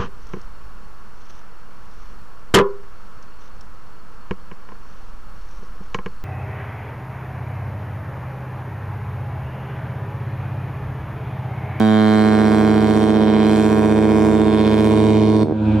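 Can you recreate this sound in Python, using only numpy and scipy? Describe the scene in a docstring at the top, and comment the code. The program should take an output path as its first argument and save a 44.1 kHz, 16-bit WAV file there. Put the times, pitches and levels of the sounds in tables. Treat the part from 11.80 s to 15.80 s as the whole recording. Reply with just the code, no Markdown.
"""Ship's horns over a harbour

Two air horns sound one long blast, heard in stereo from the moving deck. Each sends out a train of
steep pressure pulses; the low horn joins late and jostles the pulses of the high one, so the chord
throbs. Rails and walls close by smear the pulses; wind and water lie far underneath. When the horns
shut off, the recorder's gain recovers and lifts the slightly flattened echoes from the quay."""
import sys
import numpy as np
from scipy import signal
from scipy.fft import rfft, irfft, next_fast_len
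from scipy.io import wavfile
from scipy.ndimage import uniform_filter1d

SR = 44100
rng = np.random.default_rng(int(sys.argv[2]) if len(sys.argv) > 2 else 0)


def output_pcm(signal):
    """Save a mono or channel-first signal as 16-bit PCM at the path in sys.argv[1].

    Samples are clipped to [-1, 1] before scaling.
    """
    pcm = np.clip(np.atleast_2d(signal).T, -1, 1) * 32767
    wavfile.write(sys.argv[1], SR, np.round(pcm).astype(np.int16))


N = 176400
LEAD_IN = 8820   # samples ahead of time zero: the blast is already under way
T = np.arange(-LEAD_IN, N) / SR
SIZE = next_fast_len(len(T) + SR // 2, True)
HZ = np.maximum(np.arange(SIZE // 2 + 1) * SR / SIZE, 1)

HIGH_HZ, HIGH_ON_S, HIGH_OFF_S = 107.49, -0.044, 3.636
LOW_HZ, LOW_ON_S, LOW_OFF_S = 76.96, 0.2, 3.728
DECK_HZ, CUTOFF_HZ = 1840, 15800   # the deck reflects most above the first; the sound ends at the second

# High horn's tone as the blast ends: frequency_hz, level_db
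HIGH_END_TONE = [(50, -93), (107, -21.5), (215, -15), (322, -18.5), (430, -22.5), (538, -32), (645, -29.5),
                 (753, -39), (860, -41), (968, -30.5), (1075, -34), (1250, -55), (1550, -42.5),
                 (1900, -51.5), (2400, -43.5), (2900, -55.5), (3500, -50), (4200, -53.5), (5200, -61.5),
                 (8500, -61), (11500, -74), (13000, -68.5), (16000, -86)]
# Low horn's tone: frequency_hz, level_db
LOW_HORN_TONE = [(40, -38), (77, -33.5), (154, -30.5), (231, -25), (308, -26), (385, -27), (462, -28),
                 (539, -47.5), (616, -36), (693, -35.5), (770, -41.5), (1000, -46.5), (1500, -60),
                 (3000, -76.5), (6000, -85), (16000, -105)]


def horn_pulses(t, sharp_hz=1.5, settle_s=0.14, jostle_s=3e-5, jitter_s=6e-6, gap_s=0.0013):
    """Both pulse trains; each horn's pressure squeezes the other's pulses, giving combination tones."""
    high_air = valve(t, HIGH_ON_S, HIGH_OFF_S, swell_s=0.059)
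    low_air = valve(t, LOW_ON_S, LOW_OFF_S, swell_s=0.53)
    low_cycles = LOW_HZ * (t - 0.0067)
    # The low horn's wave passes the high horn gap_s before it reaches the microphone.
    push = low_air * pressure_wave(low_cycles + LOW_HZ * gap_s, harmonics=3)
    # The high horn starts sharp and settles.
    settling = sharp_hz * settle_s * (1 - np.exp(-np.maximum(t, HIGH_ON_S) / settle_s))
    high_cycles = HIGH_HZ * (t - 0.00436 + jostle_s * push.imag + jitter_s * drift(200)) + settling
    push_back = high_air * pressure_wave(high_cycles, harmonics=4)
    high = pulses(high_cycles, HIGH_HZ) * high_air * (1 + 0.19 * push.real)
    low = -pulses(low_cycles, LOW_HZ) * low_air * (1 + 0.06 * push_back.real)
    return high, low


def valve(t, on_s, off_s, swell_s):
    """A horn's air supply swells, holds and shuts quickly."""
    return np.clip((t - on_s) / swell_s, 0, 1) * np.clip((off_s - t) / 0.0013 + .5, 0, 1)


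def pulses(cycles, pitch_hz):
    """One sharp pulse per cycle; every harmonic has rms 1."""
    width = 2 * int(CUTOFF_HZ / pitch_hz) + 1
    offset = cycles - np.round(cycles)
    return (width * np.sinc(width * offset) / np.sinc(offset) - 1) / np.sqrt(2)


def pressure_wave(cycles, harmonics):
    """A horn's rounded pressure wave from its first harmonics, in complex form."""
    turn = np.exp(2j * np.pi * cycles)
    return turn * np.polyval(np.ones(harmonics), turn) / np.sqrt(harmonics)


def high_horn(train, bell_hz=810):
    """The bright horn: its colour shifts as the deck turns, and its upper bands swell and fade."""
    # Tone as the blast begins: frequency_hz, level_db
    start_tone = [(50, -64), (107, -24), (215, -12.5), (322, -22), (430, -27), (538, -34), (645, -29),
                  (753, -27), (860, -35), (1075, -34), (1290, -40), (1550, -33.5), (1900, -46.5),
                  (2400, -46.5), (2800, -55.5), (3200, -44), (4000, -51.5), (5000, -64), (8500, -66.5),
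                  (11500, -73.5), (13000, -71), (16000, -84)]
    # Swells of the four upper bands, lowest first: time_s, gain_db
    blare = [(0, 0), (0.7, 3.2), (1.15, -0.2), (1.6, -2), (1.9, 2), (2.2, -2), (2.5, 1), (2.95, 3),
             (3.25, -2.5), (3.45, -7), (3.63, 1.5)]
    presence = [(0, -1.5), (0.3, 0.3), (0.75, -1), (1.05, -1.5), (1.351, -3), (1.6, 3), (1.9, 0.5),
                (2.1, 2), (2.35, 2), (2.6, -3.5), (2.8, 1.5), (3, 2.5), (3.25, -2.1), (3.45, -1.5),
                (3.63, -7)]
    bite = [(0, 0.7), (0.35, 0.2), (0.7, -0.5), (1.05, -0.5), (1.3, 0.2), (1.551, 0.8), (1.8, -0.5),
            (1.95, -6), (2.15, -6), (2.449, -6), (2.65, -1.7), (2.85, 5), (3, -1.5), (3.3, 2.5),
            (3.63, 0.5)]
    treble = [(0, -0.5), (0.22, -1.5), (0.3, 0), (0.5, -1), (0.75, 3.3), (0.97, -0.5), (1.22, 1.3),
              (1.35, -2), (1.55, -4), (1.749, 3), (1.87, 2.5), (2.05, -0.5), (2.3, -2), (2.45, 0.2),
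              (2.65, -5), (2.901, -1.3), (3.05, 1.5), (3.35, -5), (3.63, -5.0)]
    # Lower edge of each band: frequency_hz
    edges = (1150, 1760, 3000, 5000)
    bell = (bell_hz - 1j * HZ) / (bell_hz + 1j * HZ)   # the phase turns over above bell_hz
    early = through(train, causal(start_tone) * bell)
    late = through(train, causal(HIGH_END_TONE) * bell)
    turned = np.clip(T / HIGH_OFF_S, 0, 1)
    horn = (1 - turned) * early + turned * late + rasp(train)
    uppers = through(horn, np.array([above(hz) for hz in edges]))
    bands = -np.diff(uppers, axis=0, append=0)
    gains = [from_db(np.interp(T, *np.transpose(curve))) for curve in (blare, presence, bite, treble)]
    return horn - uppers[0] + np.sum(bands * gains, axis=0)


def low_horn(train):
    """The dark horn colours its pulses with one steady tone."""
    return through(train, causal(LOW_HORN_TONE))


def rasp(train, decay_s=0.0014):
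    """Every pulse lets out a short burst of turbulent air."""
    # Colour of the bursts: frequency_hz, level_db
    tone = [(300, -61), (1000, -51), (2000, -60), (3500, -58.5), (6000, -65), (8500, -68), (11500, -81),
            (16000, -86)]
    envelope = np.sqrt(smooth(train ** 2, decay_s) + 1e-18)
    return through(envelope * rng.standard_normal(len(T)), causal(tone))


def air_rush():
    """Air rushes out for as long as the high horn's valve is open."""
    # Colour of the rush: frequency_hz, level_db
    tone = [(30, -12), (70, -8), (200, -2), (380, 0), (600, -5), (850, -7), (1200, -17), (3500, -25),
            (6000, -33), (10000, -41), (16000, -54)]
    return from_db(-39) * noise(tone) * valve(T, HIGH_ON_S, HIGH_OFF_S, swell_s=0.25)


def deck(horns, count=10, spread_s=0.0016, sway_s=7e-5):
    """Rails and walls close by smear each pulse; the paths sway as the microphone moves."""
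    bright = through(horns, above(DECK_HZ))

    def cluster():
        reflections = 0
        for lag_s in spread_s * (np.arange(count) + rng.uniform(0.5, 1, count)) / count:
            reflections += rng.choice([-1, 1]) * np.interp(T - lag_s - sway_s * drift(1.449), T, bright)
        return reflections / np.sqrt(count)
    return horns + from_db(-6.5) * cluster() + from_db(-12) * cluster() * np.array([[1], [-1]])


def microphone_pair():
    """Response of the direct path: the horns reach each microphone at its own level and phase."""
    # Left over right: frequency_hz, balance_db
    balance = [(77, 3.5), (160, -4.5), (215, -2.5), (320, -5.5), (450, -3), (740, -7.5), (1000, -4),
               (1300, -3), (2000, -0.5), (4000, -2), (15000, 0.5)]
    # Left ahead of right: frequency_hz, phase_rad
    lead = [(100, 0.5), (215, -0.28), (400, 0.68), (600, -0.36), (900, 0.4), (1380, 0.78), (2330, 0),
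            (4500, -2), (5400, 0.5), (7000, -1.8), (10300, -0.9), (11400, -2.5), (13000, -4)]
    left = from_db(at_hz(balance) / 2) * np.exp(.5j * at_hz(lead))
    return np.array([left, 1 / left])


def hull_reverb():
    """Response of the decks all around: short and bright."""
    return from_db(-12 + 5 * above(DECK_HZ)) * scatter(t60_s=0.18)


def basin_reverb():
    """Response of the harbour basin farther out: a dull, diffuse wash."""
    return from_db(-14) * above(350) * (1 - above(1010)) * scatter(t60_s=0.44)


def quay_echoes(gust_s=9e-5, scatter_hz=636):
    """Echoes off the distant quay, flattened by the ship's motion; buildings scatter their treble."""
    # One echo a row: delay_s, level_db, pitch_drop_share, left_over_right_db
    echoes = [(.118, -22.5, 0.0025, -1.5), (0.4597, -18.5, 0.0067, -1), (0.707, -23, 0.0026, 3),
              (1.052, -20.5, 0.005, -5)]
    # Colour of the path to the quay and back: frequency_hz, gain_db
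    path_tone = [(77, 7.5), (110, 1), (155, -4), (215, -1.5), (320, -1), (430, -11), (540, 7.5), (645, -3),
                 (750, 2), (1075, -6.5), (1400, 5), (1600, -4), (2300, -9), (3000, -1), (5000, -14),
                 (9000, -20.5), (16000, -24)]
    trains = 0
    for delay_s, level_db, drop, pan_db in echoes:
        echo_time = T * (1 - drop) - delay_s + gust_s * drift(45)   # gusts bend the long path
        gains = from_db([[level_db + pan_db / 2], [level_db - pan_db / 2]])
        trains = trains + np.array(horn_pulses(echo_time))[:, None] * gains
    high, low = trains
    treble = above(scatter_hz)
    path = causal(path_tone) * (1 - treble + from_db(0.5) * treble * scatter(t60_s=0.25))
    return through(high, causal(HIGH_END_TONE) * path) + through(low, causal(LOW_HORN_TONE) * path)


def harbour():
    """Faint, steady rumble, wind and water around the ship."""
    # Colour of the background: frequency_hz, level_db
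    tone = [(20, -7.5), (60, -10), (200, -1.5), (1000, -2), (4000, -18.5), (16000, -49.5)]
    return from_db(-57) * noise(tone)


def scatter(t60_s):
    """Stereo response of many small reflections that die away."""
    t = np.arange(SR // 2) / SR
    mid, side = rng.standard_normal((2, len(t))) * from_db(-60 * t / t60_s)
    return rfft((mid + .5 * side * np.array([[1], [-1]])) / np.linalg.norm(mid), SIZE)


def noise(tone):
    """Coloured stereo noise of rms near 1, mostly alike in both channels."""
    mid, side = through(rng.standard_normal((2, len(T))), from_db(at_hz(tone)))
    return (mid + .5 * side * np.array([[1], [-1]])) / mid.std()


def drift(rate_hz):
    """Smooth random wander of spread 1."""
    knots = rng.standard_normal(int(rate_hz * 5) + 8)
    curve = signal.resample(knots, len(knots) * 8)
    return np.interp((T - T[0]) * rate_hz * 8, np.arange(len(curve)), curve)


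def from_db(db):
    """Decibels to gain."""
    return 10 ** (np.asarray(db) / 20)


def at_hz(points):
    """A table read on a log-frequency axis."""
    hz, value = np.transpose(points)
    return np.interp(np.log(HZ), np.log(hz), value)


def causal(tone):
    """Minimum-phase response with the given dB curve."""
    cepstrum = irfft(np.log(from_db(at_hz(tone))), SIZE)
    return np.exp(rfft(np.r_[cepstrum[0], 2 * cepstrum[1:SIZE // 2]], SIZE))


def through(x, response):
    """Filter by a frequency response."""
    return irfft(rfft(x, SIZE) * response, SIZE)[..., :len(T)]


def above(hz):
    """Smooth crossover: the share above a frequency."""
    return 1 / (1 + (hz / HZ) ** 8)


def smooth(x, time_s):
    """One-pole lag with the given time constant."""
    pole = np.exp(-1 / (time_s * SR))
    return signal.lfilter([1 - pole], [1, -pole], x)


def scene():
    """On deck: both horns with their rush of air, then the quay and the harbour beyond."""
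    high, low = horn_pulses(T)
    paths = microphone_pair() + hull_reverb() + basin_reverb()
    blast = through(deck(high_horn(high) + low_horn(low)), paths)
    return (blast + air_rush() + quay_echoes() + harbour())[:, LEAD_IN:]


def record(dry, target_db=-11.5, max_boost_db=12, attack_s=0.0035, release_db_per_s=68.5, overload=0.9):
    """The recorder: fast gain control with a steady recovery, rounded peaks, low cut and top cut."""
    power = uniform_filter1d(np.mean(dry ** 2, axis=0), size=410)
    level_db = 10 * np.log10(np.maximum(power, 1e-12))
    release_db = release_db_per_s * np.arange(N) / SR
    held_db = np.maximum.accumulate(level_db + release_db) - release_db
    gain_db = np.minimum(target_db - held_db, max_boost_db)
    x = dry * from_db(smooth(gain_db, attack_s))
    x = overload * np.tanh((x + 0.041 * x * x) / overload)   # slightly lopsided saturation
    x = signal.sosfilt(signal.butter(2, 45, "high", fs=SR, output="sos"), x)
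    return signal.sosfilt(signal.ellip(10, .1, 80, CUTOFF_HZ, fs=SR, output="sos"), x)


dry = scene()
out = record(dry)
output_pcm(out)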